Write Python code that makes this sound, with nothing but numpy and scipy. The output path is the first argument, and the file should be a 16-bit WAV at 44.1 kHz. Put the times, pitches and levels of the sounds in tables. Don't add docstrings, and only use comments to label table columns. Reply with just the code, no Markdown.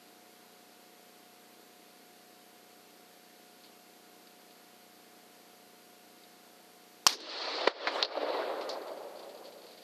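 import sys
import numpy as np
from scipy import signal
from scipy.fft import rfft, irfft
from scipy.io import wavfile
from scipy.ndimage import uniform_filter1d

SR = 44100
rng = np.random.default_rng(int(sys.argv[2]) if len(sys.argv) > 2 else 0)


def unload_audio(sound):
    columns = np.transpose(np.atleast_2d(sound))
    steps = np.round(np.clip(columns, -1, 1) * 32767)
    wavfile.write(sys.argv[1], SR, steps.astype(np.int16))


N = 433503
TIME = np.arange(N) / SR
SHOT_S = 7.0657

# frequency_hz, density_db
STEEL_SPECTRUM = [(2000, -20), (4500, 6), (7500, 2), (10000, -7), (13000, -12)]


def muzzle_blast(front_s=0.0041, gas_db=-4, boom_hz=1050, port_hz=480, ceiling=0.68):
    # start_s, level_db, relative_boom_db, microphone_ring_hz
    fronts = [(7.0658, -7, 2.5, 4570), (7.0715, -7.5, -9, 5100)]
    # frequency_hz, density_db
    gas_spectrum = [(100, -27), (500, -12), (1100, -6), (1900, -16), (3000, -3), (4600, -6.5), (6200, -1),
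                    (7600, -10.5), (9200, -19.5), (13000, -17)]
    out, t = np.zeros(N), TIME[:2048]
    window = (1 - dying(t, 0.0048)) * np.exp(-(t / front_s) ** 4)
    for start_s, level_db, boom_db, ring_hz in fronts:
        rush = amp(gas_db) * noise(gas_spectrum, len(t)) + ring(t, ring_hz, t60=0.027)
        boom = amp(boom_db) * ring(t, boom_hz, t60=0.0076)
        add(out, start_s, amp(level_db) * (window * rush + boom))
    port = signal.butter(1, port_hz, "highpass", fs=SR, output="sos")
    return ceiling * np.tanh(signal.sosfilt(port, out) / ceiling)


def microphone_overload(offset_db=-5, leak_t60=2.58):
    age = since(SHOT_S)
    return amp(offset_db) * swelling(age, rise_s=0.045) * dying(age, leak_t60)


def forest_echo(level_db=-7.5, patchy_db=1.5, flutter_db=0.5, colour_s=7.425):
    # frequency_hz, density_db
    echo_spectrum = [(100, -51), (190, -37.5), (290, -9), (430, -3.5), (580, 0.5), (800, -5), (1250, -6.5),
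                     (1600, -10), (3100, -9.5), (4400, -3), (5200, -13), (6300, -27), (8500, -39.5),
                     (13000, -63)]
    # frequency_hz, extra_loss_db_per_s
    air_loss = [(250, 1.5), (550, -0.5), (1200, 5), (2500, 13), (4500, 20), (9000, 29)]
    hz, t, bands = signal.stft(noise(echo_spectrum, N), SR, nperseg=512, noverlap=384)
    patches = uniform_filter1d(rng.standard_normal(bands.shape), 7, axis=0)
    patches = evened(uniform_filter1d(patches, 8, axis=1))
    clumps = evened(uniform_filter1d(rng.standard_normal(len(t)), 5))
    loss_db = read(air_loss, hz)[:, None] * (np.maximum(t, SHOT_S) - colour_s)
    bands *= amp(patchy_db * patches + flutter_db * clumps - loss_db)
    echo = signal.istft(bands, SR, nperseg=512, noverlap=384)[1][:N]
    age = since(SHOT_S)
    return amp(level_db) * echo * swelling(age, rise_s=0.48) * dying(age, t60=3.675)


def near_trees(level_db=-17.5, hold_s=0.075):
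    # frequency_hz, density_db
    scatter_spectrum = [(70, -64), (170, -33), (300, -20), (590, -10.5), (1400, -6.5), (1700, -10),
                        (3100, -8.5), (4500, -0.5), (6000, -12.5), (7400, -21), (14000, -26)]
    envelope = swelling(since(SHOT_S), rise_s=0.007) ** 2 * dying(since(SHOT_S + hold_s), t60=0.092)
    return amp(level_db) * noise(scatter_spectrum, N) * envelope


def ground_roll(level_db=-12):
    # frequency_hz, density_db
    roll_spectrum = [(100, -48), (180, -19), (280, -2), (430, -2), (560, -7), (750, -26), (2000, -52)]
    age = since(SHOT_S)
    return amp(level_db) * noise(roll_spectrum, N) * swelling(age, rise_s=0.12) * dying(age, t60=0.5)


def rifle_action(skirt_db=-31, contact_band_hz=(220, 5200)):
    # start_s, level_db, centre_hz, spread_octaves, rattle_db, tick_db, rebound_delay_s, rebound_db
    knocks = [(7.126, -16, 5900, 0.22, 2, -16, 0.0036, -14), (7.204, -13, 5500, .7, -14, -14, .002, -14),
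              (7.6729, 0, 700, 1.68, -12, -36, 0.0021, 3.5), (7.8714, -3, 1440, 1.18, -14, -40, 0.0098, -1),
              (8.027, -4, 3970, .34, -17.5, -38, .0217, -5.5), (8.611, -36.5, 3500, .7, -8, -30, .012, -12),
              (8.692, -29.5, 4800, 0.51, -7.5, -11, 0.036, -10.5)]
    # pitch_hz, level_db, t60_s
    modes = [(267, 1.5, 0.017), (417, 10.5, 0.0086), (1090, 2, 0.012), (1520, 3, 0.012), (2040, 6, 0.0077),
             (2460, -4, 0.015), (3670, 1, 0.0033), (4160, -3.5, 0.011), (4900, 2.5, 0.0035),
             (2690, -16, 0.14), (3930, -29, 0.13), (4124, -56, 0.092)]
    # frequency_hz, density_db
    rattle_spectrum = [(100, -40), (200, -37), (450, 7.5), (1500, 4), (3000, -0.5), (4400, 8.5),
                       (5200, 0.5), (6200, -7.5), (9000, -17), (13500, -27)]
    out, t = np.zeros(N), TIME[:8192]
    contact = signal.butter(4, contact_band_hz, "bandpass", fs=SR, output="sos")
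    shaking = (1 - dying(t, 0.0037)) ** 2 * dying(t, t60=0.14)
    for start_s, level_db, centre_hz, spread, rattle_db, tick_db, rebound_s, rebound_db in knocks:
        def blow_db(hz):
            distance = np.log2(hz / centre_hz) / spread
            return np.maximum(-10 * np.log10(np.e) * distance ** 2, skirt_db)

        body = sum((-1) ** k * amp(mode_db + blow_db(hz)) * ring(t, hz, t60)
                   for k, (hz, mode_db, t60) in enumerate(modes))
        body = signal.sosfilt(contact, body / abs(body).max())
        for hit_s, hit_db in [(start_s, level_db), (start_s + rebound_s, level_db + rebound_db)]:
            rattle = noise([(hz, db + blow_db(hz)) for hz, db in rattle_spectrum], len(t)) * shaking
            add(out, hit_s, amp(hit_db) * (body + amp(rattle_db) * rattle))
        tick = noise(STEEL_SPECTRUM, len(t)) * dying(t, t60=0.011)
        add(out, start_s, amp(level_db + tick_db) * tick)
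    return out


def knock_dips(t60=0.225):
    # start_s, offset_db, rise_s
    dips = [(7.673, 16, 0.043), (8.028, -0.5, 0.027)]
    return sum(amp(offset_db) * swelling(since(start_s), rise_s) ** 2 * dying(since(start_s), t60)
               for start_s, offset_db, rise_s in dips)


def bolt_slide(start_s=7.88, length_s=0.14, level_db=-49):
    speed = np.sin(np.pi * np.minimum(since(start_s) / length_s, 1))
    return amp(level_db) * noise(STEEL_SPECTRUM, N) * speed


def rustles(swing_s=8.72, swing_db=-56, fade_db_per_s=1.5, gap_s=0.036, scatter_db=3, faint_t60=0.13):
    # start_s, level_db, t60_s
    clear = [(3.6368, -54, .17), (4.2712, -52, .04), (4.5078, -57, .06), (6.236, -55.5, .06),
             (9.1922, -50, .08), (9.4504, -53, .15)]
    # frequency_hz, density_db
    rustle_spectrum = [(1000, -20), (2800, -5), (3900, -1), (4600, 4), (5400, -14), (9000, -21)]
    power, t = np.zeros(N), TIME[:8192]
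    gaps, sizes = rng.uniform(-1, 1, size=(40, 2)).T
    ages = np.cumsum(gap_s * (1 + gaps))
    faint = [(swing_s + age, swing_db - fade_db_per_s * age + scatter_db * size, faint_t60)
             for age, size in zip(ages, sizes)]
    attack = 1 - dying(t, 0.0017)
    for start_s, level_db, t60 in [*clear, *faint]:
        add(power, start_s, (amp(level_db) * attack * dying(t, t60)) ** 2)
    return np.sqrt(power) * noise(rustle_spectrum, N)


def scope_electronics(hiss_db=-59, buzz_db=-64, frame_hz=29.97, whine_hz=719.3):
    # delay_ms, relative_db
    surges = [(4.1, 11.5), (8.05, 4.5), (10.9, 4), (20.7, 4.5), (28.4, 12.5), (33.0, -7.5)]
    # frequency_hz, gain_db
    buzz_spectrum = [(60, -40), (120, -15), (150, -12.5), (180, 3), (260, -2.5), (450, 0), (650, -6),
                     (1000, -27), (2000, -24), (5000, -47)]
    # harmonic_number, rms_db
    harmonics = [(1, -66), (2, -78.5), (3, -83.5)]
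    # frequency_hz, density_db
    hiss_spectrum = [(30, -29), (110, -18), (200, -10), (300, 1.5), (520, -1.5), (1000, -4), (2000, -6.5),
                     (3700, -7.5), (4550, -5), (5300, -10), (9500, -13.5), (12400, -11.5), (12900, -6),
                     (13600, -17)]
    pulses = np.zeros(N)
    frame_starts = np.arange(0, N / SR, 1 / frame_hz)
    for delay_ms, db in surges:
        at = np.round((frame_starts + delay_ms / 1000) * SR).astype(int)
        pulses[at[at < N]] += amp(db)
    buzz = signal.hilbert(coloured(pulses, buzz_spectrum)).imag
    whine = sum(amp(db) * np.sqrt(2) * np.sin(2 * np.pi * k * whine_hz * TIME) for k, db in harmonics)
    return amp(hiss_db) * noise(hiss_spectrum, N) - amp(buzz_db) * buzz + whine


def limiter_gain(x, threshold_db=-30, recover_db_per_s=135, lag_s=0.0059):
    window = np.hanning(400)
    power_db = 10 * np.log10(signal.lfilter(window / window.sum(), 1, x ** 2) + 1e-12)
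    release_db = recover_db_per_s * TIME
    held_db = np.maximum.accumulate(power_db + release_db) - release_db
    excess_db = uniform_filter1d(np.maximum(held_db - threshold_db, 0), size=120)
    return amp(-np.interp(TIME - lag_s, TIME, excess_db))


def amp(db):
    return 10 ** (np.asarray(db) / 20)


def evened(x):
    return x / np.sqrt(np.mean(x ** 2) + 1e-20)


def read(points, hz):
    frequencies, values = np.transpose(points)
    return np.interp(np.log(hz + 1), np.log(frequencies + 1), values)


def coloured(x, spectrum):
    gain = amp(read(spectrum, np.fft.rfftfreq(len(x), 1 / SR)))
    return evened(irfft(rfft(x) * gain, len(x)))


def noise(spectrum, size):
    return coloured(rng.standard_normal(size), spectrum)


def since(start_s):
    return np.maximum(TIME - start_s, 0)


def swelling(t, rise_s):
    return 1 - np.exp(-(t / rise_s) ** 2)


def dying(t, t60):
    return np.exp(-np.log(1000) * t / t60)


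def ring(t, hz, t60):
    return np.sin(2 * np.pi * hz * t) * dying(t, t60)


def add(mix, start_s, sound):
    part = mix[round(start_s * SR):][:len(sound)]
    part += sound[:len(part)]


def scene():
    shot = muzzle_blast() + microphone_overload()
    reflections = forest_echo() + near_trees() + ground_roll()
    action = rifle_action() + knock_dips() + bolt_slide()
    return (shot + reflections + action + scope_electronics() + rustles())[None]


def record(dry, low_cut_hz=75, high_cut_hz=13850):
    low_cut = signal.butter(3, low_cut_hz, "highpass", fs=SR, output="sos")
    high_cut = signal.firwin(401, high_cut_hz, window=("kaiser", 8), fs=SR)
    ducked = signal.sosfilt(low_cut, dry[0]) * limiter_gain(dry[0])
    return signal.oaconvolve(ducked, high_cut, "same")[None]


dry = scene()
out = record(dry)
unload_audio(out)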